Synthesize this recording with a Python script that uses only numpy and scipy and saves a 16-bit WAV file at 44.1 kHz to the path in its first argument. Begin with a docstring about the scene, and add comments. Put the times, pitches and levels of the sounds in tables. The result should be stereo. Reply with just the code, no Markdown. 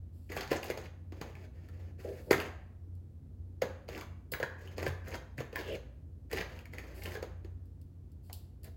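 """A small room, close to a table covered with a paper towel; two microphones in one case, to its right.
A motor hums somewhere in the house. A fingertip brushes the paper, then bead jewellery is picked over:
strands drag, pieces knock on the table top, beads click. At 2 s a slide makes the table groan, the
loudest knock lands and a hollow metal piece is bumped. After a lull the sorting goes on: a wire ring
pings twice, a hard edge rasps on the paper near 5.7 s, and the handling thins to a few light ticks."""
import sys
import numpy as np
from scipy import signal
from scipy.fft import rfft, irfft, next_fast_len
from scipy.io import wavfile

SR = 44100
rng = np.random.default_rng(int(sys.argv[2]) if len(sys.argv) > 2 else 0)


def store_wav(level_fs):
    """Save 16-bit WAV to argv[1]."""
    pcm = np.round(np.clip(np.atleast_2d(level_fs), -1, 1) * 32767)
    wavfile.write(sys.argv[1], SR, pcm.T.astype(np.int16))


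N = 386316
TIME = np.arange(N) / SR

# Pieces land on the table. Each row: start in seconds, level in dB, fade in ms, pitch of the spot in Hz.
LANDINGS = [(0.3, -34.5, 1.7, 343), (0.367, -24.5, 0.81, 457), (0.516, -17.5, 2.1, 450),
            (0.701, -21, 1.1, 435), (0.775, -23.5, 0.56, 560), (1.123, -36, 1.8, 323),
            (1.214, -22, 0.23, 380), (2.3096, -7, 1.75, 400), (3.620, -16, 2.43, 517),
            (3.888, -27, 0.91, 540), (4.321, -32, 2.5, 496), (4.401, -25.5, 2.6, 502),
            (4.430, -21.5, 1.1, 490), (4.782, -25.5, 1, 445), (4.829, -23.5, 0.62, 370),
            (4.866, -23, 1.66, 510), (5.146, -32, 1.7, 534), (5.405, -26, 2.05, 463),
            (5.529, -33.5, 2.8, 460), (6.3319, -25.5, 3.6, 444), (7.153, -31, 2, 437),
            (7.170, -33, 3.4, 430), (7.227, -25, 1.47, 476), (7.447, -39.5, 3.4, 350),
            (8.2979, -39, 1, 720)]
# The bright colour of ticks and paper hiss. 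Each row: frequency in Hz, relative level in dB.
BRIGHT_SPECTRUM = [(1500, -45.5), (2700, -4), (4500, 2.5), (6500, -7.5), (8300, 5.5), (9500, 8),
                   (11000, 0.5), (15700, -1)]
# The dull colour of the table top. Each row: frequency in Hz, relative level in dB.
TABLE_SPECTRUM = [(130, -11), (250, -8.5), (370, -4), (510, -5), (1000, -20), (4000, -80.5)]


def from_db(db):
    """Decibels to gain."""
    return 10 ** (np.asarray(db) / 20)


def rms_one(x):
    """Scale to rms 1."""
    return x / np.sqrt(np.mean(x ** 2) + 1e-20)


def at_hz(points, hz):
    """Read a table on a log-frequency axis."""
    knots, values = np.transpose(points)
    return np.interp(np.log(np.maximum(hz, 1)), np.log(knots), values)


def butterworth(x, hz, kind, order=2):
    """Low-, high- or band-pass filter."""
    return signal.sosfilt(signal.butter(order, hz, kind, fs=SR, output="sos"), x + 1e-18)


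def coloured(x, spectrum, size=8192):
    """Minimum-phase filter with the given spectrum; white noise keeps its power."""
    gains = from_db(at_hz(spectrum, np.fft.rfftfreq(size, 1 / SR)))
    cepstrum = irfft(np.log(gains))
    cepstrum[1:size // 2] *= 2
    cepstrum[size // 2 + 1:] = 0
    response = irfft(np.exp(rfft(cepstrum)))
    return signal.oaconvolve(x, response / np.linalg.norm(response))[:N]


def drift(per_s):
    """Smooth random wander of rms 1."""
    knots = rng.standard_normal(N // 10)
    return rms_one(np.interp(TIME * per_s, np.arange(len(knots)), knots))


def add(track, s, sound):
    """Mix a sound into a track at s seconds."""
    start = max(round(s * SR), 0)
    track[start:start + len(sound)] += sound[:max(N - start, 0)]


def motor_hum(shaft_hz=29.65, waver_db=3.5, waver_turns=0.022):
    """A motor elsewhere in the house hums on multiples of its shaft rate, wavering a little."""
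    # Each row: multiple of the shaft rate, rms level in dB.
    harmonics = [(2, -55.5), (3, -51.5)]
    turns = shaft_hz * TIME + waver_turns * drift(0.65)
    hum = 0
    for multiple, db in harmonics:
        amplitude = from_db(db + waver_db * drift(6.1)) * np.sqrt(2)
        hum += amplitude * np.sin(2 * np.pi * (multiple * turns + rng.random()))
    return hum


def room_tone(level_db=-52):
    """The low rumble of the house, a little different at each microphone."""
    # Each row: frequency in Hz, relative level in dB.
    air_spectrum = [(20, -27), (40, -18.5), (62, -8.5), (80, 0.5), (100, -13.5), (137, -9.5), (160, -17.5),
                    (240, -18), (400, -28), (1000, -48), (2600, -57.5), (9000, -62.5)]
    # Stereo width. Each row: frequency in Hz, side against mid in dB.
    air_width = [(25, -1.5), (120, -11.5), (240, -5), (900, 2), (7500, -1), (15000, -9)]
    mid, side = [coloured(rng.standard_normal(N), air_spectrum) for _ in range(2)]
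    size = next_fast_len(N)
    side_gain = from_db(at_hz(air_width, np.fft.rfftfreq(size, 1 / SR)))
    side = irfft(rfft(side, size) * side_gain, size)[:N]
    return from_db(level_db) * (mid + side * [[1], [-1]])


def friction(per_s, spread_db, smooth):
    """Fibres catch and let go: snaps of uneven size over a smooth hiss; rms 1."""
    sizes = from_db(spread_db * np.minimum(rng.exponential(1, N), 4)) * rng.choice([-1, 1], N)
    snaps = sizes * (rng.random(N) < per_s / SR)
    return rms_one(rms_one(snaps) + smooth * rng.standard_normal(N))


def fingertip_brushes(edge_s=.02):
    """Soft skin on paper: a dense, even hiss with no taps in it."""
    # Each row: start and end in seconds, level in dB.
    brushes = [(0.123, 0.32, -74.5), (1.988, 2.324, -67.5), (6.937, 7.16, -59.5), (8.224, 8.316, -70)]
    pressure = sum(from_db(db) * np.clip(np.minimum(TIME - start, end - TIME) / edge_s, 0, 1)
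                   for start, end, db in brushes)
    return coloured(pressure * friction(per_s=1100, spread_db=0.5, smooth=1.5), BRIGHT_SPECTRUM)


def rattle(per_s, spread_db, smooth):
    """Beads of many sizes tap as they slide, each size in its own band; rms 1."""
    edges_hz = np.geomspace(600, 17000, 7)
    return rms_one(sum(butterworth(friction(per_s, spread_db, smooth), band, "band")
                       for band in zip(edges_hz, edges_hz[1:])))


def strand_drags(soft_db=-71, usual_db=-51, jerk_db=3, rise_s=0.022):
    """Beads and fingers slide jerkily over the embossed paper and shake the table under it."""
    # Each row: start and end in seconds, strength in dB.
    strokes = [(0.288, 0.464, -51), (0.487, 0.575, -42), (0.635, 0.721, -51), (0.773, 0.874, -56.5),
               (1.127, 1.464, -65), (1.522, 1.918, -71.5), (1.973, 2.218, -63), (2.335, 2.49, -51),
               (3.872, 4.035, -54.5), (4.573, 4.751, -64), (4.757, 4.904, -51.5), (5.037, 5.168, -52),
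               (5.368, 5.426, -53), (5.528, 5.766, -56), (6.295, 6.423, -46.5), (6.433, 6.625, -62.5),
               (6.712, 7.004, -61), (7.011, 7.158, -53), (8.631, 8.687, -62.5)]
    # Each row: frequency in Hz, relative level in dB.
    scrape_spectrum = [(800, 0), (1200, 2.5), (1750, 6), (3000, -4.5), (4800, -5), (5600, -9.5),
                       (6500, -4.5), (8200, -36.5)]
    pressure, bead_share = np.zeros((3, N)), np.zeros(N)
    for start, end, db in strokes:
        span = slice(round(start * SR), round(end * SR))
        t, harder_db = TIME[span], db - usual_db
        rumble_db, scrape_db, hiss_db = -46.5 + 0.84 * harder_db, db + 1, -61.5 + 0.99 * harder_db
        envelope = np.clip(np.minimum(t - start, 2 * (end - t)) / rise_s, 0, 1)
        pressure[:, span] += from_db([rumble_db, scrape_db, hiss_db])[:, None] * envelope
        # the lightest drags are fingers alone; crackling beads take over in harder ones
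        bead_share[span] = np.interp(db, [soft_db, usual_db], [0, 1])
    rumble, scrape, hiss = pressure * from_db(jerk_db * drift(70))
    beads = np.sqrt(bead_share) * rattle(per_s=300, spread_db=4, smooth=0.3)
    fingers = np.sqrt(1 - bead_share) * rng.standard_normal(N)
    grains = beads + fingers
    table = coloured(rumble * rng.standard_normal(N), TABLE_SPECTRUM)
    return table + coloured(scrape * grains, scrape_spectrum) + coloured(hiss * grains, BRIGHT_SPECTRUM)


def table_knocks(glide=0.97, glide_s=0.00069, thump_hz=131, thump_s=0.033, thump_db=-28,
                 shudder_s=0.047, shudder_db=-20):
    """Bending waves cross the table top, the high ones first, so each knock falls onto its pitch."""
    # The soft hand drops and stirs only the lowest mode. Each row: start in seconds, level in dB.
    hand_drops = [(4.326, -41), (4.867, -34.5), (5.385, -36)]
    out, shudder, t = np.zeros(N), np.zeros(N), TIME[:SR // 10]
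    thump = np.exp(-t / thump_s) * np.sin(2 * np.pi * thump_hz * t)
    for s, db, fade_ms, hz in LANDINGS:
        age = t * 1000 / fade_ms
        turns = hz * (t + glide * glide_s * (1 - np.exp(-t / glide_s)))
        knock = age * np.exp(1 - age) * np.sin(2 * np.pi * turns)
        add(out, s, from_db(db) * (knock + from_db(thump_db) * thump))
        # waves reflected from the edges leave the whole top shuddering
        add(shudder, s, from_db(db + shudder_db) * np.exp(-t / shudder_s) * rng.standard_normal(len(t)))
    for s, db in hand_drops:
        add(out, s, from_db(db) * thump)
    return out + coloured(shudder, TABLE_SPECTRUM)


def contact(chatter_s, graze_s, firmness):
    """A graze, one firm touch 10 ms in, and a dying chatter of smaller ones; energy 1."""
    t = TIME[:SR // 16] - .01
    touches = rng.standard_normal(len(t)) ** 3 * np.exp(np.minimum(t / graze_s, -t / chatter_s))
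    touches /= np.linalg.norm(touches)
    touches[round(.01 * SR)] += firmness
    return touches / np.linalg.norm(touches)


def contacts(rows, chatter_s, graze_s, firmness):
    """A track of contacts. Each row: time of the firm touch in seconds, level in dB."""
    track = np.zeros(N)
    for s, db in rows:
        add(track, s - .01, from_db(db) * contact(chatter_s, graze_s, firmness))
    return track


def jewellery_clicks(clack_db=10, tick_db=23, tick_offset_db=-27.5, ring_db=7, ring_q=4.5):
    """Pieces and beads clack from the body and tick from the surface; gives direct sound and room feed."""
    # Beads click together. Each row: time in seconds, relative level in dB, pitch of the bead in Hz.
    bead_hits = [(0.3197, -21.5, 1870), (0.3665, -19, 1570), (0.374, -19, 2920), (0.409, -17.5, 4400),
                 (0.4325, -27, 1900), (0.477, -28, 5060), (0.631, -20, 2770), (0.709, -22, 2300),
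                 (1.353, -36.5, 2280), (1.6875, -37, 1560), (2.3135, -15, 2000), (2.3295, -8, 2020),
                 (2.4017, -16.5, 2700), (3.9776, -25, 1855), (4.0112, -23, 2220), (4.3362, -17.5, 3000),
                 (4.675, -33.5, 3020), (5.3808, -25, 1730), (5.611, -26, 3230), (6.3141, -21, 1770),
                 (6.330, -20, 4600), (6.3735, -18, 1720), (6.5905, -31.5, 2840), (6.656, -31.5, 2150),
                 (6.7359, -28.5, 2150), (6.784, -22.5, 2100), (7.0215, -28.5, 2340), (7.058, -20.5, 2900),
                 (7.120, -29, 1870)]
    # Clasps and links, metal on metal, only tick. Each row: time in seconds, relative level in dB.
    clasp_hits = [(0.643, -44.5), (0.703, -46), (2.3184, -34), (2.953, -69), (4.32, -36.5), (4.879, -45),
                  (5.5589, -44), (5.755, -62), (6.331, -41), (7.036, -42.5), (7.657, -71), (7.815, -63),
                  (8.119, -67), (8.329, -38), (8.6343, -54), (8.645, -48)]
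    # Each row: frequency in Hz, relative level in dB.
    clack_spectrum = [(300, -32), (750, 5.5), (1150, 0.5), (1900, -2.5), (2800, -10), (4700, -11.5),
                      (5700, -18.5), (6600, -10), (8200, -42)]
    beads = np.zeros(N)
    for s, db, hz in bead_hits:
        touch = contact(chatter_s=.002, graze_s=.0007, firmness=.5)
        ring = signal.lfilter(*signal.iirpeak(hz, ring_q, fs=SR), touch)
        add(beads, s - .01, from_db(db) * (touch + from_db(ring_db) * ring) / 2)
    clack_hits = [(s, db) for s, db, _, _ in LANDINGS]
    tick_hits = [(s, db + tick_offset_db) for s, db, *_ in clack_hits + bead_hits] + clasp_hits
    clacks = contacts(clack_hits, chatter_s=0.0033, graze_s=0.0012, firmness=0.17)
    ticks = contacts(tick_hits, chatter_s=.0024, graze_s=.0012, firmness=.1)
    # the room gathers a contact from all directions at once, so its tail has an even spectrum
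    even_clacks, even_ticks = np.zeros((2, N))
    for track, rows in (even_clacks, clack_hits), (even_ticks, tick_hits):
        for s, db in rows:
            add(track, s, from_db([db]))
    return np.array([from_db(clack_db) * coloured(body + beads, clack_spectrum)
                     + from_db(tick_db) * coloured(surface, BRIGHT_SPECTRUM)
                     for body, surface in [(clacks, ticks), (even_clacks, even_ticks)]])


def stick_slip(hz, half_width_hz):
    """The rough tone of quick slips, which steady pressure keeps about equally strong."""
    grain = butterworth(rng.standard_normal((2, N)), half_width_hz, "low")
    grain = rms_one(grain / np.sqrt(np.hypot(*grain)))
    phase = 2 * np.pi * np.cumsum(hz * np.ones(N)) / SR
    return grain[0] * np.sin(phase) + grain[1] * np.cos(phase)


def table_groans():
    """A piece pressed down as it slides sticks and slips, and the table groans."""
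    # Each row: start, hardest push and end in seconds, level in dB.
    slides = [(2.047, 2.051, 2.062, -34), (2.055, 2.09, 2.165, -38.5), (2.265, 2.313, 2.314, -39),
              (5.66, 5.74, 5.765, -35.5)]
    push = sum(from_db(db) * np.sqrt(np.interp(TIME, [start, hardest, end], [0, 1, 0]))
               for start, hardest, end, db in slides)
    return push * stick_slip(hz=485, half_width_hz=95)


def hollow_bumps(level_db=-2):
    """A hollow metal piece answers each bump with its own modes."""
    # Each row: time in seconds, relative level in dB.
    bumps = [(2.334, -34), (3.628, -43), (4.337, -38), (4.4003, -43.5), (4.4287, -35), (4.8651, -35.5),
             (4.872, -43), (5.1438, -41), (5.5586, -36), (5.567, -43), (7.153, -45.5)]
    # Each row: frequency in Hz, relative level in dB, seconds to fall by 60 dB.
    modes = [(1080, 9.5, 0.0099), (1660, 17, 0.016), (1900, 2, 0.007), (3190, 1.5, 0.0045)]
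    t = TIME[:SR // 10]
    touches = contacts(bumps, chatter_s=.004, graze_s=.0008, firmness=2)
    ring = sum(from_db(db - 60 * t / t60) * np.sin(2 * np.pi * hz * t) for hz, db, t60 in modes)
    return from_db(level_db) * signal.oaconvolve(touches, ring)[:N]


def wire_pings(mode_hz=15650, t60_s=.008):
    """A thin wire ring rattles briefly on its one very high mode."""
    # Each row: time in seconds, relative level in dB.
    pings = [(4.32, -25), (5.559, -36)]
    t = TIME[:SR // 10]
    touches = contacts(pings, chatter_s=0.004, graze_s=.001, firmness=0.59)
    ring = from_db(-60 * t / t60_s) * np.sin(2 * np.pi * mode_hz * t)
    return signal.oaconvolve(touches, ring)[:N]


def edge_rasp(sag_share=0.327, sag_s=.012, stop_s=0.005, grit_db=-60):
    """A hard edge rasps along the paper, swelling, then sinking in pitch as it stops short."""
    # Each row: start and end in seconds, level in dB, pitch and half width in Hz.
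    rasps = [(5.627, 5.759, -47, 3070, 423)]
    out = np.zeros(N)
    for start, end, db, hz, half_width_hz in rasps:
        swell = np.clip(np.minimum((TIME - start) / (end - start), (end - TIME) / stop_s), 0, 1)
        sag = 1 - sag_share * np.exp(np.minimum(TIME - end, 0) / sag_s)
        out += from_db(db) * np.sqrt(swell) * stick_slip(hz * sag, half_width_hz)
        # the edge catches on single fibres
        grit = coloured(rattle(per_s=200, spread_db=3, smooth=0), BRIGHT_SPECTRUM)
        out += from_db(grit_db) * swell * grit
    return out


def reflections(early_db=3, early_s=0.016, gap_s=0.0025, alike=0.043):
    """Dense early reflections, then a tail that dies band by band; slightly alike on both sides."""
    # Each row: frequency in Hz, seconds for the room to fall by 60 dB.
    decay_times = [(150, 0.053), (600, 0.66), (1700, 0.57), (15000, 0.31)]
    t = TIME[:SR * 3 // 4]
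    hz = np.fft.rfftfreq(len(t), 1 / SR)
    shared, own = rng.standard_normal(len(t)), rng.standard_normal((2, len(t)))
    white = rfft(np.sqrt(alike) * shared + np.sqrt(1 - alike) * own)
    edges_hz = np.geomspace(80, 20000, 13)
    tail = 0
    for low, high in zip(edges_hz, edges_hz[1:]):
        band = irfft(white * ((hz >= low) & (hz < high)), len(t))
        tail += band * from_db(-60 * t / at_hz(decay_times, np.sqrt(low * high)))
    tail *= np.clip(t / gap_s - 1, 0, 1) * (1 + from_db(early_db) * np.exp(-t / early_s))
    return tail / np.linalg.norm(tail[0])


def small_room(x, patterns=5, moves_per_s=7):
    """The hands keep moving, so the sound passes from one pattern of reflections to the next."""
    place = TIME * moves_per_s
    out = 0
    for k in range(patterns):
        nearness = np.maximum(1 - np.abs((place - k) % patterns - 1), 0)
        feed = x * np.sin(np.pi / 2 * nearness)
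        out += signal.oaconvolve(feed[None], reflections(), axes=1)[:, :N]
    return out


def microphones(pair, crossover_hz=8000, turn_hz=9300, turn_q=3):
    """Sound reaches the left microphone first and, above the bass, louder: the case shades the right."""
    # Longer where sound bends round the case. Each row: frequency in Hz, delay on the right in ms.
    right_lag = [(500, 0.52), (2000, 0.404)]
    # Each row: frequency in Hz, dB by which the left is louder.
    case_shade = [(100, -3), (700, 3.5), (2000, 1), (5000, 6)]
    size = next_fast_len(N + SR)
    hz = np.fft.rfftfreq(size, 1 / SR)
    delay = np.exp(-2j * np.pi * hz * at_hz(right_lag, hz) / 1000)
    lean = from_db(at_hz(case_shade, hz) / 2)
    shaded = irfft(rfft(pair, size) * [lean, delay / lean], size)[:, :N]
    # both sides share the top treble, with a turn of phase between them
    left = pair[0]
    turned = 2 * signal.lfilter(*signal.iirnotch(turn_hz, turn_q, fs=SR), left) - left
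    treble = butterworth(np.array([turned, left]), crossover_hz, "high", order=11)
    return butterworth(shaded, crossover_hz, "low", order=11) + treble


def scene(knock_wet_db=-10.5, click_wet_db=-3, rub_wet_db=-4, judder_wet_db=-11, lowest_hz=70):
    """The handling close by on the left, with the room's reflections, over the hum of the house."""
    knocks = table_knocks()
    rubs = strand_drags() + fingertip_brushes()
    judders = table_groans() + edge_rasp()
    clicks, clicks_to_room = jewellery_clicks() + hollow_bumps() + wire_pings()
    reflected = small_room(from_db(knock_wet_db) * knocks + from_db(click_wet_db) * clicks_to_room
                           + from_db(rub_wet_db) * rubs + from_db(judder_wet_db) * judders)
    # the handling carries no deep bass
    handling = butterworth(knocks + clicks + rubs + judders + reflected, lowest_hz, "high")
    return microphones(handling) + motor_hum() + room_tone()


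def record(dry):
    """The sound fades in over 3 ms and is cut steeply above 16.1 kHz."""
    faded_in = dry * np.clip(TIME / .003, 0, 1)
    return signal.sosfilt(signal.ellip(10, .1, 80, 16100, fs=SR, output="sos"), faded_in)


dry = scene()
out = record(dry)
store_wav(out)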